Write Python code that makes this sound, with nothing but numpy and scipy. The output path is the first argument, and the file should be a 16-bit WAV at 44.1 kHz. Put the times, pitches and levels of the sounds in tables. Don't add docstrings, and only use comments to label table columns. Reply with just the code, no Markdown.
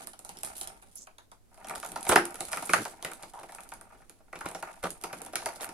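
import sys
import numpy as np
from scipy import signal
from scipy.fft import rfft, irfft, next_fast_len
from scipy.io import wavfile
from scipy.ndimage import uniform_filter1d, map_coordinates

SR = 44100
rng = np.random.default_rng(int(sys.argv[2]) if len(sys.argv) > 2 else 0)


def int16_out(signal):
    q = np.round(np.clip(np.atleast_2d(signal).T, -1, 1) * 32767)
    wavfile.write(sys.argv[1], SR, q.astype(np.int16))


N = 252693


def amp(db):
    return 10 ** (np.asarray(db) / 20)


def unit(x):
    return x / np.sqrt(np.mean(x ** 2, -1, keepdims=True) + 1e-20)


def peak(x):
    return x / np.sqrt(np.max(uniform_filter1d(x ** 2, size=180), -1, keepdims=True))


def along(points, hz):
    f, v = np.transpose(points)
    return np.interp(np.log(hz + 1), np.log(f + 1), v)


def curves(rows):
    s, *cols = np.transpose(rows)
    return [np.interp(np.arange(N) / SR, s, c) for c in cols]


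def wobble(rate):
    knots = rng.standard_normal(int(N * rate / SR) + 4)
    return map_coordinates(knots, [np.arange(N) * rate / SR])


def filtered(x, response):
    n = x.shape[-1]
    m = next_fast_len(n + 4096)
    return irfft(rfft(x, m) * response(np.fft.rfftfreq(m, 1 / SR)), m)[..., :n]


def resonances(modes, extra_db=0):
    extra_db = np.broadcast_to(extra_db, np.shape(extra_db)[:-1] + (len(modes),))

    def response(f):
        total = 0
        for k, (centre, width, db) in enumerate(modes):
            level = (-1) ** k * amp(db + extra_db[..., k:k + 1])
            total = total + level * 1j * f * width / (centre * centre - f * f + 1j * f * width)
        return total
    return response


def colour(points):
    return lambda hz: amp(along(points, hz))


def pair(a, b, alike):
    def turn(hz):
        return np.arccos(np.clip(along(alike, hz), -1, 1)) / 2
    mid = filtered(a, lambda hz: np.cos(turn(hz)))
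    side = filtered(b, lambda hz: np.sin(turn(hz)))
    return np.array([mid + side, mid - side])


# centre_hz, width_hz, level_db
BOX_MODES = [(386, 16, -3.5), (643.4, 57, 6), (778.5, 35, 9), (922, 49, 6.5), (1197, 89, 4.5),
             (1403, 140, 6), (1813, 152, 4), (2103, 370, 4), (2600, 500, 4), (3420, 2700, -11)]


def favoured(hz, db_per_octave):
    return -db_per_octave * np.abs(np.log2(np.array(BOX_MODES)[:, 0] / hz))


# start_s, bright_crack_db, dull_crack_db, knock_db, hollow_thud_db, knock_pitch_hz
CONTACTS = [(0.071, -33, -54, -46.5, -59, 781.0), (0.133, -48, -50.5, -50, -90, 775.0),
            (0.1912, -40.5, -67, -56, -57, 777), (0.2484, -38, -50, -48.5, -81, 870),
            (0.2917, -39, -43, -46, -52, 920), (0.3705, -46, -44.5, -70, -56, 921.0),
            (0.433, -28, -61, -39.5, -66, 640), (0.6118, -30.5, -37.5, -47, -66, 825.0),
            (0.6733, -33.5, -43.5, -50.0, -58, 929.0), (0.824, -50, -62, -54.5, -63, 670),
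            (1.07, -52.5, -53, -47.5, -89, 870), (1.1826, -54, -48, -50, -83, 885),
            (1.3154, -52, -53.5, -50, -63, 960), (1.5436, -56, -59, -60, -74, 870),
            (1.5753, -56, -64.0, -51.5, -64, 646), (1.6453, -49, -45.5, -45.0, -70, 807.0),
            (1.6702, -43, -63, -51, -60, 1420), (1.6847, -39.5, -46.0, -57, -57.0, 1410.0),
            (1.696, -34, -55, -38.5, -54.5, 1230), (1.706, -51, -51, -41.5, -44, 1190),
            (1.7518, -39, -44, -43.5, -68, 940), (1.7566, -35, -43, -42.5, -58, 810),
            (1.8285, -46, -43, -36.5, -58.0, 1000), (1.8479, -37.5, -43, -39.0, -48.5, 970),
            (1.8615, -36, -51, -66, -58, 754), (1.959, -37, -39.5, -32, -50, 950),
            (1.974, -45, -46, -57, -52, 800.0), (2.0517, -36, -47, -49, -50, 641.0),
            (2.0662, -43, -39, -31.5, -41, 830), (2.0916, -18, -47, -28, -22, 780),
            (2.1196, -29.5, -44, -24, -22, 870), (2.158, -19, -23.5, -11, -19.5, 1390),
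            (2.2535, -28, -41, -43, -67, 1240.0), (2.3432, -37.5, -64, -46, -46.5, 1410),
            (2.3556, -38, -45, -46, -68, 1220), (2.4061, -27, -37.5, -35, -41, 810),
            (2.5298, -30, -33, -29.5, -43.5, 1070), (2.561, -38, -48, -59, -45, 924),
            (2.5713, -32.5, -44, -31.5, -42.5, 1410), (2.6243, -36, -56, -47, -42, 660.0),
            (2.6927, -36.5, -59, -26.5, -34, 1550), (2.7342, -20, -23.5, -14.5, -29.5, 1480),
            (2.852, -37, -37, -33, -40.5, 980), (3.0256, -37, -40.5, -40.5, -48, 840),
            (3.0474, -31, -34, -33, -37, 2140), (3.116, -39.5, -49, -42.5, -49, 960),
            (3.2318, -45.5, -44, -42.5, -48, 735), (3.3357, -51, -57, -45.5, -60, 905),
            (3.3893, -54, -54, -49.5, -53, 902.0), (3.4316, -47, -59, -42.5, -50, 895),
            (3.491, -68, -61, -44.5, -64, 855), (3.5213, -45.5, -51.5, -46.5, -70, 900),
            (3.5831, -59, -60, -43, -58, 900), (3.7188, -48, -50.5, -41, -51, 990),
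            (3.811, -43, -61, -50.5, -61, 950), (3.946, -66, -80, -60, -59, 1085),
            (4.018, -62, -79, -60, -63, 1290), (4.0955, -44.5, -51.5, -57.5, -57.5, 1340),
            (4.2034, -74, -75, -58.5, -72.5, 654), (4.3285, -50, -54, -37.5, -49, 1190),
            (4.3553, -48, -52, -42, -43, 1270.0), (4.3892, -47.5, -51, -57, -65, 910.0),
            (4.4083, -42.5, -49, -35, -47, 1200), (4.4572, -40, -47, -35.5, -36, 910),
            (4.4874, -37, -52, -51, -58, 608), (4.5135, -41.5, -57, -45, -49, 885.0),
            (4.5478, -43, -39, -35.5, -42, 870), (4.6256, -41, -43.5, -35, -48, 950),
            (4.8289, -42, -50, -39.5, -59, 1000), (4.8369, -35.5, -47, -32.5, -30.5, 1200),
            (4.9042, -32.5, -44, -71, -62, 786), (5.0127, -44.5, -51, -64, -69, 740.0),
            (5.0375, -33, -35.5, -30.5, -39, 1060), (5.1286, -38.5, -43.5, -40, -41, 1170),
            (5.2173, -35.5, -60, -54, -48, 876.0), (5.2625, -40.5, -49, -48.5, -52, 840),
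            (5.333, -44, -47, -39.5, -43, 634), (5.3556, -25, -27.5, -30.5, -45.5, 1390),
            (5.4201, -57, -47, -40, -54, 690), (5.459, -27.5, -32, -29, -46.5, 780),
            (5.5592, -44, -48, -49, -55, 620), (5.6083, -41, -40, -42.5, -44, 644),
            (5.6903, -41, -45.5, -45.5, -49.5, 1350)]
# start_s, bright_crack_db
TICKS = [(0.387, -42), (0.4475, -31), (0.456, -37), (0.462, -38), (0.921, -60), (0.936, -64), (0.9567, -53),
         (1.7794, -42), (1.7998, -39), (1.874, -48), (1.8889, -41), (1.9184, -35.5), (2.0085, -39),
         (2.0289, -33), (2.3065, -41), (2.402, -42), (2.4518, -35), (2.485, -38), (2.517, -34),
         (2.524, -33.5), (2.729, -38.5), (3.1342, -38), (3.2255, -42.5), (3.397, -48), (3.51, -54),
         (3.5483, -39), (3.6055, -43), (3.634, -47), (3.6897, -43), (3.7373, -41), (4.9756, -56),
         (5.0225, -47), (5.249, -41.5), (5.327, -52), (5.5363, -49)]
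TICK_DULL_DB = -13.5
# centre_hz, width_hz, level_db
HOLLOW_MODES = [(77.6, 32, -21.5), (172.5, 20, -4), (236, 270, -7), (396, 480, 0)]
# pitch_hz, level_db (per Hz)
SKIN_DULL = [(1500, -18.5), (3000, 0.5), (5000, -0.5), (7000, -1.5), (9000, -14)]
SKIN_BRIGHT = [(5500, -15), (7500, -8), (10000, 0.5), (13000, -11), (16000, -31.5)]
# centre_hz, width_hz, level_db (against the contact itself)
RING_ON = [(174, 14, 2.5), (348.4, 9.4, 3.5)]


def contacts():
    silent_db = -120
    ticks = [(s, db, db + TICK_DULL_DB, silent_db, silent_db, 800) for s, db in TICKS]
    start_s, bright_db, dull_db, knock_db, thud_db, knock_hz = np.transpose(CONTACTS + ticks)[..., None]
    t = np.arange(2048) / SR
    noise = rng.standard_normal((len(start_s), 5, len(t)))

    jolt = (1 - np.exp(-t / 0.001)) ** 2 * np.exp(-t / 0.0025)
    snap = (1 - np.exp(-t / 0.0003)) ** 2 * np.exp(-t / 0.0015)
    push = (1 - np.exp(-t / 0.0049)) ** 2 * np.exp(-t / 0.0035)

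    board = resonances(BOX_MODES, favoured(knock_hz, 10.5))
    knock = peak(filtered(jolt * noise[:, 0], board)) * amp(knock_db)
    thud = peak(filtered(push * noise[:, 1], resonances(HOLLOW_MODES))) * amp(thud_db)
    dull = peak(snap * filtered(noise[:, 2], colour(SKIN_DULL))) * amp(dull_db)

    bright = []
    for side in (1, -1):
        crackle = noise[:, 3] + 0.9 * side * noise[:, 4]
        bright.append(peak(snap * filtered(crackle, colour(SKIN_BRIGHT))) * amp(bright_db))
    left, right = bright

    shared = knock + thud + dull
    heard = room(shared + (left + right) / 2)
    heard[..., :len(t)] += shared[:, None] + np.stack([left, right], 1)
    out = np.zeros((2, N + SR))
    for at, sound in zip(np.round(start_s[:, 0] * SR).astype(int), heard):
        out[:, at:at + sound.shape[1]] += sound
    return filtered(out[:, :N], lambda hz: 1 + resonances(RING_ON[:1])(hz) + resonances(RING_ON[1:])(hz))


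# pitch_hz, fade_s
ROOM_FADE = [(200, 0.32), (1000, 0.17), (4000, 0.23), (10000, 0.22)]
# pitch_hz, level_db
ROOM_SHARE = [(200, 4.5), (900, 2), (2200, 0.5), (4500, -0.5), (10000, 0)]
# pitch_hz, likeness (1 = same)
ROOM_ALIKE = [(500, 0.92), (1500, 0.084), (6000, .1)]
RATTLE_DB = 1


def room(rows):
    length = SR // 4
    hz, t, grains = signal.stft(rng.standard_normal((len(rows), 2, length)), SR, nperseg=256)
    power = uniform_filter1d(np.abs(rfft(rows)) ** 2, size=9)
    broad = np.sqrt(power[:, ::rows.shape[1] // 256])
    fade = amp(-60 * t / along(ROOM_FADE, hz)[:, None])
    fade = fade * (t > 0.004) / np.sqrt(128 * np.sum(fade ** 2, -1, keepdims=True))
    share = broad * amp(along(ROOM_SHARE, hz))
    rattle_db = RATTLE_DB * rng.standard_normal((len(rows), 1, 1, len(t)))
    rattle_db = rattle_db - RATTLE_DB ** 2 * np.log(10) / 20
    grains = grains * amp(rattle_db) * fade * share[:, None, :, None]
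    tail = signal.istft(grains, SR, nperseg=256)[1][..., :length]
    tail = filtered(tail, lambda f: f ** 2 / (f ** 2 + 110 ** 2))
    return pair(tail[:, 0], tail[:, 1], ROOM_ALIKE).swapaxes(0, 1)


def grit(rate, spread_db, life_s, smooth):
    slips = (rng.random(N) < rate / SR) * amp(spread_db * rng.standard_normal(N))
    gate = signal.fftconvolve(slips, np.exp(-np.arange(1024) / SR / life_s))[:N]
    return (smooth + unit(gate)) * rng.standard_normal((2, N))


# time_s, pressure_creak_db, sliding_scratch_db
RUB = [(0.0, -48, -52), (0.16, -75, -70), (0.33, -61, -62.5), (0.49, -48, -56), (0.61, -52.5, -49),
       (0.72, -56.5, -66.5), (0.85, -68, -68), (0.95, -74, -66.5), (1.37, -118, -100), (1.6, -54, -65.5),
       (1.74, -43, -77), (1.83, -54, -56), (2.01, -48, -82), (2.44, -54, -54.5), (2.63, -43.5, -48),
       (2.73, -55, -43), (2.84, -51, -49), (2.97, -56.5, -63.5), (3.13, -48.5, -65), (3.42, -69, -62),
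       (3.62, -56.5, -61), (3.8, -67.5, -80.5), (3.9, -61, -70.5), (4.13, -77, -76.5), (4.37, -75, -80),
       (4.5, -58, -62.5), (4.74, -50, -60), (4.81, -57, -67), (4.87, -49.5, -53), (5.0, -55, -71),
       (5.2, -47.5, -56), (5.31, -54.5, -84), (5.41, -48, -56), (5.73, -50.5, -57)]
# pitch_hz, likeness (1 = same)
RUB_ALIKE = [(200, 1), (1500, 0.32), (12000, 0.084)]
GRIP_DB, GRIP_GROWS = -64.5, 0.49


def rubbing():
    creak_db, scratch_db = curves(RUB)
    creak = grit(120, 4, 0.004, 0.65)
    creak = unit(filtered(creak, resonances(BOX_MODES, favoured(820, 9))))
    creak = creak * amp(creak_db) * amp(3.5 * wobble(25))

    slide = grit(300, 1.6, 0.0035, 0.28)
    slide = slide * amp(0.8 * wobble(30))
    bright = unit(filtered(slide, colour(SKIN_BRIGHT)))
    dull = unit(filtered(slide, colour(SKIN_DULL)))
    scratch = (bright + amp(-8) * dull) * amp(scratch_db)

    grip_db = GRIP_DB + GRIP_GROWS * (creak_db - creak_db.mean()) + 3.5 * wobble(19)
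    grip = unit(filtered(rng.standard_normal((2, N)), resonances(HOLLOW_MODES[:3]))) * amp(grip_db)
    return pair(*(creak + scratch + grip + strokes()), RUB_ALIKE)


# start_s, rise_s, hold_s, rms_db, centre_hz, width_hz
STROKES = [(0.449, 0.0043, 0.04, -50.5, 7700, 8000), (0.537, 0.037, 0.059, -43.5, 10500, 3980),
           (0.953, 0.0022, 0.014, -43, 9800, 3500), (0.956, 0.0075, 0.066, -48, 6800, 2710),
           (2.066, 0.025, 0.0027, -23, 9000, 3835), (2.095, 0.011, 0.03, -25.5, 970, 1350),
           (2.101, 0.0083, 0.022, -38, 8800, 2990), (2.644, 0.013, 0.011, -39, 9500, 4500),
           (2.744, 0.005, 0.043, -35.5, 610, 1060), (2.769, 0.013, 0.031, -34.5, 222, 418),
           (2.872, .01, 0.025, -51, 9050, 5000), (3.33, 0.012, 0.074, -48.5, 860, 484),
           (4.443, 0.0056, 0.027, -40.5, 890, 1050), (4.847, 0.0045, 0.017, -38.5, 670, 920),
           (5.596, 0.0068, 0.044, -45.5, 990, 2100), (5.596, 0.023, 0.036, -44, 9700, 5210)]


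def strokes():
    slips = np.pad(grit(400, 4, 0.001, 0.8), ((0, 0), (0, SR)))
    out = np.zeros((2, N + SR))
    t = np.arange(SR // 4) / SR
    for start_s, rise_s, hold_s, rms_db, centre_hz, width_hz in STROKES:
        at = round(start_s * SR)
        band = resonances([(centre_hz, width_hz, 0)])
        sound = unit(filtered(slips[:, at:at + len(t)], lambda hz: band(hz) ** 2))
        swell = np.clip(t / rise_s, 0, 1) ** 2
        decay = np.exp(-np.clip(t - rise_s - hold_s, 0, 1) / 0.013)
        out[:, at:at + len(t)] += amp(rms_db) * swell * decay * sound
    return out[:, :N]


# start_s, level_db (top of the swell around the sine)
BUMPS = [(0.51, -55.5), (0.66, -56), (1.775, -54), (2.097, -39), (2.16, -44), (2.475, -54), (2.759, -52),
         (4.444, -48.5), (4.83, -48)]
BUMP_S, BUMP_HZ = 0.006, 61.6


def bumps():
    t = np.arange(SR // 8) / SR
    out = np.zeros(N + SR)
    push = t / BUMP_S * np.exp(1 - t / BUMP_S) * np.sin(2 * np.pi * BUMP_HZ * t)
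    for start_s, level_db in BUMPS:
        out[round(start_s * SR):][:len(t)] += amp(level_db) * push
    return out[:N]


# (per Hz, only the shape counts)
AIR = [(18, -3.5), (48, -7.5), (65, -21.5), (85, -19), (120, -24.5), (200, -22), (400, -24.5), (700, -28.5),
       (1200, -35.5), (3000, -41.5), (10000, -40.5), (12500, -39)]
# pitch_hz, likeness (1 = same)
AIR_ALIKE = [(30, 0.06), (90, 0.2), (380, 0.15), (2380, 0.12)]
HUM_HZ, HUM_DB = 100, -73.5


def room_tone():
    air = unit(filtered(rng.standard_normal((2, N)), colour(AIR)))
    hum_phase = 2 * np.pi * HUM_HZ * np.arange(N) / SR + wobble(1.2)
    hum = amp(HUM_DB + 2.5 * wobble(4)) * np.sin(hum_phase)
    return pair(*air, AIR_ALIKE) * amp(-61.5 + 0.57 * wobble(0.85)) + hum


# time_s, left_delay_ms
LEFT_DELAY = [(0, 0.21), (1.3, 0.3), (1.6, 0.032), (5.73, 0.055)]


def scene():
    left, right = contacts() + rubbing() + bumps()
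    delay_ms, = curves(LEFT_DELAY)
    left = map_coordinates(left, [np.arange(N) - delay_ms * SR / 1000], mode="nearest")
    return np.array([left, right]) + room_tone()


# pitch_hz, level_db
MIC = [(11500, 0), (16000, -12)]
# pitch_hz, left_minus_right_db
PORTS = [(3000, 0), (5000, -1), (9500, -6), (13000, 1.5)]
TOP_HZ = 16400


def record(dry):
    def response(hz):
        port_db = np.outer([0.5, -0.5], along(PORTS, hz))
        return amp(along(MIC, hz) + port_db) * (hz < TOP_HZ)
    return filtered(dry, response)


dry = scene()
out = record(dry)
int16_out(out)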